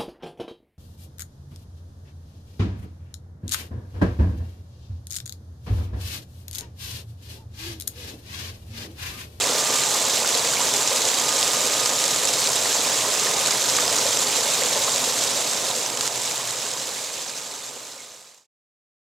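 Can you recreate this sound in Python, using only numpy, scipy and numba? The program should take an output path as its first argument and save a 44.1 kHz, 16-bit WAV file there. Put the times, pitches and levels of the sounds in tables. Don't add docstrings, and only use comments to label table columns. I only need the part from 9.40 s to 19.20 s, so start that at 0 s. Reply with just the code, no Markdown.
import sys
import numpy as np
from scipy import signal
from scipy.fft import rfft, irfft
from scipy.io import wavfile
from scipy.ndimage import map_coordinates
from numba import njit

SR = 44100
rng = np.random.default_rng(int(sys.argv[2]) if len(sys.argv) > 2 else 0)


def bounce(signal):
    frames = np.transpose(np.atleast_2d(signal))
    limited = np.clip(frames, -1, 1)
    pcm = np.round(limited * 32767).astype(np.int16)
    wavfile.write(sys.argv[1], SR, pcm)


N = 432180
T = np.arange(N) / SR
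TOP_HZ = 15800
# frequency in Hz, relative level in dB.
IMPACT_SPECTRUM = [(60, -44), (300, -34.5), (900, -9.5), (1900, -8.5), (2800, -6.5), (3800, -2.3),
                   (4400, -3.5), (5300, -2.5), (5850, -3.2), (6300, 0.1), (6800, -1.5), (7350, 1.3),
                   (8400, -6), (9800, -10), (11300, -13.5), (13200, -16), (15000, -21.5), (16000, -27.5)]


def undb(db):
    return 10 ** (np.asarray(db) / 20)


def level(x, db):
    return x * undb(db) / np.sqrt(np.mean(x ** 2))


def colour(x, points, power=1):
    hz, db = np.transpose(points)
    log_hz = np.log(np.fft.rfftfreq(N, 1 / SR) + 1)
    log_gain = power * np.log(undb(np.interp(log_hz, np.log(hz), db)))
    cepstrum = irfft(log_gain, N)
    cepstrum[1:N // 2] *= 2
    cepstrum[N // 2 + 1:] = 0
    return irfft(rfft(x) * np.exp(rfft(cepstrum)), N)


def wander(rate):
    steps = rng.standard_normal(N // 20)
    return level(map_coordinates(steps, [T * rate], order=1, mode="wrap"), 0)


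def envelope(curve):
    return undb(np.interp(T, *np.transpose(curve)))


def wavering_tone(hz, waver_hz):
    return np.sqrt(2) * np.sin(2 * np.pi * np.cumsum(hz + waver_hz * wander(25)) / SR)


def wash(width, apart_hz=9500):
    mid, side = rng.standard_normal((2, N))
    hz = np.fft.rfftfreq(N, 1 / SR).clip(0, TOP_HZ)
    side = irfft(rfft(side) * np.sqrt(1 + (hz / apart_hz) ** 4), N)
    return level(np.array([mid + width * side, mid - width * side]), 0)


@njit
def ring(start, hz, q, size, pan, rise):
    out = np.zeros((2, N))
    for k in range(len(start)):
        first, life, phase = int(start[k] * SR), q[k] * SR / hz[k] / np.pi, 0.
        for i in range(min(int(6 * life), N - first)):
            phase += 2 * np.pi * hz[k] / SR * (1 + rise[k] * i / (3 * life))
            pressure = size[k] * np.exp(-i / life) * np.sin(phase)
            out[0, first + i] += pressure * (1 + pan[k])
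            out[1, first + i] += pressure * (1 - pan[k])
    return out


def bubble_cloud(flow, low_hz, high_hz, q, scatter_db, width, rise, count):
    when, pitch, strength, damping, place = rng.random((count, 5)).T
    hz = low_hz * (high_hz / low_hz) ** pitch
    size = hz * undb(-scatter_db * np.log(strength + 0.025)) * flow[(when * N).astype(int)]
    quality = q * 2 ** (2 * damping - 1)
    pan = width * (2 * place - 1)
    return level(ring(when * N / SR, hz, quality, size, pan, np.full(count, float(rise))), 0)


def lone_bubbles(table, q, rise, gain_db):
    start, db, hz = np.array(table, float).T.copy()
    quality, pan = np.full(len(hz), float(q)), np.zeros(len(hz))
    return ring(start, hz, quality, undb(db + gain_db), pan, rise * hz.min() / hz)


def drone(peak_s=7.15, swell_s=0.76, hz=123.6, rise_hz_per_s=11):
    since_peak = T - peak_s
    swell = np.exp(-(since_peak / swell_s) ** 2)
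    return undb(-50) * swell * wavering_tone(hz + rise_hz_per_s * since_peak, waver_hz=2.02)


def pump(hum_hz=249, whistle_hz=1233, flat_hz=31.05, settle_s=1.3, ramp_s=0.14):
    # start in seconds, length in seconds, level in dB before the fade.
    swells = [(.08, 0.61, -41), (1.257, 0.45, -42), (1.72, 1.15, -39.5), (3.65, 0.89, -44),
              (7.85, 1.03, -43)]
    hz = whistle_hz - flat_hz * np.clip(1 - T / settle_s, 0, 1)
    strength = undb(-49)
    for start, length, db in swells:
        swell = np.clip(np.minimum(T - start, start + length - T) / ramp_s, 0, 1)
        strength = np.maximum(strength, undb(db) * swell)
    flutter = undb(1.5 * wander(14))
    whistle = strength * flutter * wavering_tone(hz, waver_hz=3.2)
    hum = undb(-59) * wavering_tone(hum_hz, waver_hz=1.8)
    return whistle + hum


def trickle():
    # time in seconds, gain in dB.
    dribble = [(0, 2), (2.6, -2), (2.9, -9.5), (3.5, 6.5), (4.3, 3.5), (4.6, 2), (5.3, 3), (5.8, -7.5),
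               (6.55, -2), (7.1, 2.5)]
    flow = undb(wander(3.2))
    tinkle = bubble_cloud(flow, 797, 3190, q=18, scatter_db=1.8, width=0.4, rise=0.28, count=2200)
    return undb(-40.5) * tinkle * envelope(dribble)


def in_tub(x):
    # frequency in Hz, gain in dB.
    response = [(25, -22.5), (60, -24), (95, -14), (132, -11), (195, -12.5), (250, -8), (345, -11.5),
                (430, -4), (545, -3.5), (650, -6.5), (760, -6), (1020, -6), (1400, -15), (2200, -22.5),
                (5000, -41)]
    # centre in Hz, width in Hz, lift in dB.
    modes = [(78, 10, 4.5), (132, 26, 5), (176, 14, 2.5), (243, 43, 2.5), (299, 17, 3), (408, 19, 2.5),
             (485, 26, 2.5), (515, 14, 2.5), (552, 29, 4), (624, 20, 5), (697, 45, 3), (885, 33, 2.5),
             (989, 20, 2), (1033, 22, 1.5)]
    hz = np.geomspace(25, 5000, num=1000)
    tub_hz, tub_db = np.transpose(response)
    broad_db = np.interp(np.log(hz), np.log(tub_hz), tub_db)
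    lift_db = sum(db * np.exp(-2 * ((hz - centre) / width) ** 2) for centre, width, db in modes)
    return colour(x, np.column_stack([hz, broad_db + lift_db]))


def gulps():
    # start in seconds, relative level in dB, starting pitch in Hz.
    air_pockets = [(.342, -17.5, 583), (1.193, -8.5, 740), (1.955, -16, 539), (2.156, -16, 534),
                   (2.411, -17, 609), (3.858, -11, 467), (4.428, -10.5, 600), (5.218, -16.5, 535),
                   (6.302, -12, 665)]
    return in_tub(lone_bubbles(air_pockets, q=7.5, rise=0.19, gain_db=-3.5))


def plips(low_cut_hz=700):
    # start in seconds, level in dB, starting pitch in Hz, quality factor,
    # fractional pitch rise over three decay times.
    loud_bubbles = [(.021, -22, 2560, 36, .2), (.847, -20.5, 1340, 22, .4), (1.135, -20.5, 1440, 12, 0.32),
                    (1.169, -20.5, 2100, 38, .6), (1.204, -21, 923, 34, .65), (3.256, -21.5, 1840, 27, .3),
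                    (3.87, -20.5, 1720, 25, .3), (4.083, -21.5, 1290, 21, .8), (4.125, -23, 1970, 27, .25),
                    (4.3856, -14, 1140, 13, .2), (4.3845, -20.5, 1410, 28, 2.5),
                    (4.899, -23.5, 2290, 30, .25), (5.22, -22, 1970, 35, .25),
                    (5.479, -17.5, 1075, 16, 0.55), (6.312, -15, 3670, 27, .1), (7.935, -31, 2310, 32, .25),
                    (8.23, -33.5, 3590, 95, .02), (8.587, -41, 2220, 45, .02), (8.602, -41, 2130, 65, .03)]
    start, db, hz, q, rise = np.array(loud_bubbles, float).T.copy()
    rings = ring(start, hz, q, undb(db), np.zeros(len(hz)), rise)
    return signal.sosfilt(signal.butter(2, low_cut_hz, "highpass", fs=SR, output="sos"), rings)


def plunge():
    # time in seconds, gain in dB.
    strength = [(0, 0.5), (1.5, -0.5), (1.72, -1), (2.05, .4), (2.5, -1), (2.9, -0.5), (3.5, 0.4), (3.9, 0),
                (4.25, -.5), (4.5, 0.1), (5.2, 0), (6.3, -0.3), (7.7, -0.4), (8.7, 0.2)]
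    flow = undb(0.14 * wander(10) + 0.5 * wander(60))
    gurgle = bubble_cloud(flow, 265, 2160, q=6.8, scatter_db=2.5, width=0.2, rise=0.22, count=11500)
    churn = flow * wash(width=0.1)
    return (level(in_tub(gurgle), -32.5) + level(in_tub(churn), -34.8)) * envelope(strength)


def splats(attack_s=0.0009, low_pass_hz=9500):
    # start in seconds, relative level in dB, crackle decay in seconds, bubble pitch in Hz.
    fat_drops = [(0.0714, -8.5, 0.001, 5250), (0.435, -5.5, 0.004, 6830), (0.8895, -7.5, 0.003, 7450),
                 (0.9425, -8.5, 0.004, 4300), (0.9495, -7, 0.004, 4050), (0.9937, -8.5, 0.001, 4110),
                 (1.0453, -12, 0.004, 6350), (1.2692, -9, 0.004, 7110), (1.3379, -4.5, 0.003, 6500),
                 (1.4752, -7, 0.001, 5510), (1.6175, -6, 0.004, 6500), (1.6514, -5, 0.0044, 7280),
                 (1.687, -6.5, 0.003, 7450), (1.8897, -7.5, 0.001, 6850), (2.028, -4.5, 0.0011, 5280),
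                 (2.0775, -5.5, 0.0018, 7360), (2.168, -6, 0.001, 6070), (2.2063, -6, 0.001, 7060),
                 (2.4325, -13, 0.004, 3800), (2.4578, -6, 0.0015, 4990), (2.461, -5.5, 0.0011, 7260),
                 (2.4937, -8.5, 0.00081, 7240), (2.6397, -3.5, 0.002, 7390), (2.6792, -7, 0.0015, 7360),
                 (2.734, -11.5, 0.003, 3890), (2.76, -7.5, 0.004, 7040), (2.852, -5.5, 0.0028, 7250),
                 (2.8886, -10.5, 0.001, 6290), (2.936, -8.5, 0.004, 4900), (3.0585, -10, 0.003, 4020),
                 (3.0725, -8, 0.0025, 4800), (3.1322, -8.5, 0.001, 5280), (3.796, -5.5, 0.0018, 6520),
                 (4.0595, -7, 0.003, 4300), (4.0715, -5, 0.004, 7520), (4.1076, -5.5, 0.001, 4970),
                 (4.2983, -5.5, 0.001, 5450), (4.365, -6, 0.0044, 6500), (4.4783, -7.5, 0.002, 4800),
                 (4.4995, -11.5, 0.0015, 5200), (4.5833, -8.5, 0.001, 5620), (4.772, -6, 0.0015, 6120),
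                 (5.2349, -3.5, 0.001, 7620), (5.4451, -6.5, 0.001, 7280), (5.5597, -4.5, 0.001, 6780),
                 (5.647, -4.5, 0.0011, 7300), (5.7229, -10, 0.001, 5080), (5.781, -8.5, 0.0011, 6480),
                 (5.8373, -7, 0.0044, 7560), (5.8467, -12.5, 0.001, 6400), (6.462, -8.5, 0.001, 5920),
                 (6.5722, -9, 0.004, 7640), (6.6086, -5, 0.0033, 6460), (6.6763, -4, 0.001, 6630),
                 (6.8812, -15, 0.002, 6520), (6.92, -10, 0.001, 6680), (7.108, -13, 0.0015, 7130),
                 (7.2645, -15, 0.003, 6440), (7.314, -13, 0.001, 7520), (7.3352, -11, 0.001, 6330),
                 (7.8948, -17.5, 0.001, 5000)]
    burst, ticks = np.zeros((2, N))
    for start, db, decay_s, _ in fat_drops:
        near = slice(int(start * SR), int(start * SR) + SR // 50)
        age = T[near] - start
        burst[near] += undb(db) * np.minimum(age / attack_s, np.exp((attack_s - age) / decay_s))
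        ticks[int((start + attack_s / 2) * SR)] = undb(db - 11.5)
    fragments = level(colour(wash(width=0.37), IMPACT_SPECTRUM), 0)
    crackle = burst * level(np.tanh(fragments), -11)
    trapped = [(start + attack_s, db, hz) for start, db, _, hz in fat_drops]
    pings = lone_bubbles(trapped, q=12, rise=0.06, gain_db=-2.5)
    mix = crackle + 2 * colour(ticks, IMPACT_SPECTRUM) + pings
    return signal.sosfilt(signal.butter(2, low_pass_hz, fs=SR, output="sos"), mix)


def drops(flow, scatter_db, width, lag_samples, count):
    when, strength, place = rng.random((count, 3)).T
    onset, side = (when * (N - 1)).astype(int), 2 * place - 1
    polarity = (-1) ** np.arange(count)
    size = undb(-scatter_db * np.log(strength + 0.0073)) * flow[onset] * polarity
    ports = []
    for bearing in (side, -side):
        arrival = np.round(onset + bearing * lag_samples).astype(int) % N
        ports.append(np.bincount(arrival, size * (1 + bearing * width), N))
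    return level(np.array(ports), 0)


def spray():
    # time in seconds, gain in dB.
    jets = [(0, 0), (6.42, 0), (6.5, -2.5), (6.56, -3), (6.61, 0), (6.67, 1.5), (6.695, -4), (6.74, 0.5),
            (6.785, -2), (6.84, 0)]
    flow = undb(0.14 * wander(8.2) + 0.5 * wander(55) + wander(380))
    patter = drops(flow, scatter_db=3.5, width=0.55, lag_samples=0.61, count=44000)
    fizz = bubble_cloud(flow, 1395, 13130, q=17, scatter_db=3, width=0.44, rise=0.075, count=22000)
    mist = flow * wash(width=0.16)
    droplets = bubble_cloud(flow, 3427, 7100, q=42, scatter_db=1.6, width=0.49, rise=0.032, count=900)
    mix = patter + undb(-3) * fizz + undb(1) * mist + undb(-12.5) * droplets
    return level(colour(mix, IMPACT_SPECTRUM), -22.5) * envelope(jets)


def scene(fade_start_s=5.26, fade_end_s=9.07):
    fade = np.clip((fade_end_s - T) / (fade_end_s - fade_start_s), 0, 1)
    continuous = spray() + plunge() + trickle() + pump() + drone()
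    return fade * continuous + splats() + gulps() + plips()


def record(dry, low_cut_hz=37):
    # frequency in Hz, left over right in dB.
    contrast = [(100, -1), (600, -0.8), (1700, -3), (2500, -7), (3150, -2.5), (4000, -3), (4600, -2.5),
                (5750, -2.5), (6500, -2), (7900, -5.5), (8700, -7.5), (10000, 2), (11200, 14.5),
                (11900, 12), (12900, -5.5), (14000, -1), (15500, -6)]
    ports = np.array([colour(dry[0], contrast, power=0.37), colour(dry[1], contrast, power=-0.46)])
    ports = signal.sosfilt(signal.butter(3, low_cut_hz, "highpass", fs=SR, output="sos"), ports)
    return signal.sosfilt(signal.ellip(10, 0.1, 80, TOP_HZ, fs=SR, output="sos"), ports)


dry = scene()
out = record(dry)
bounce(out)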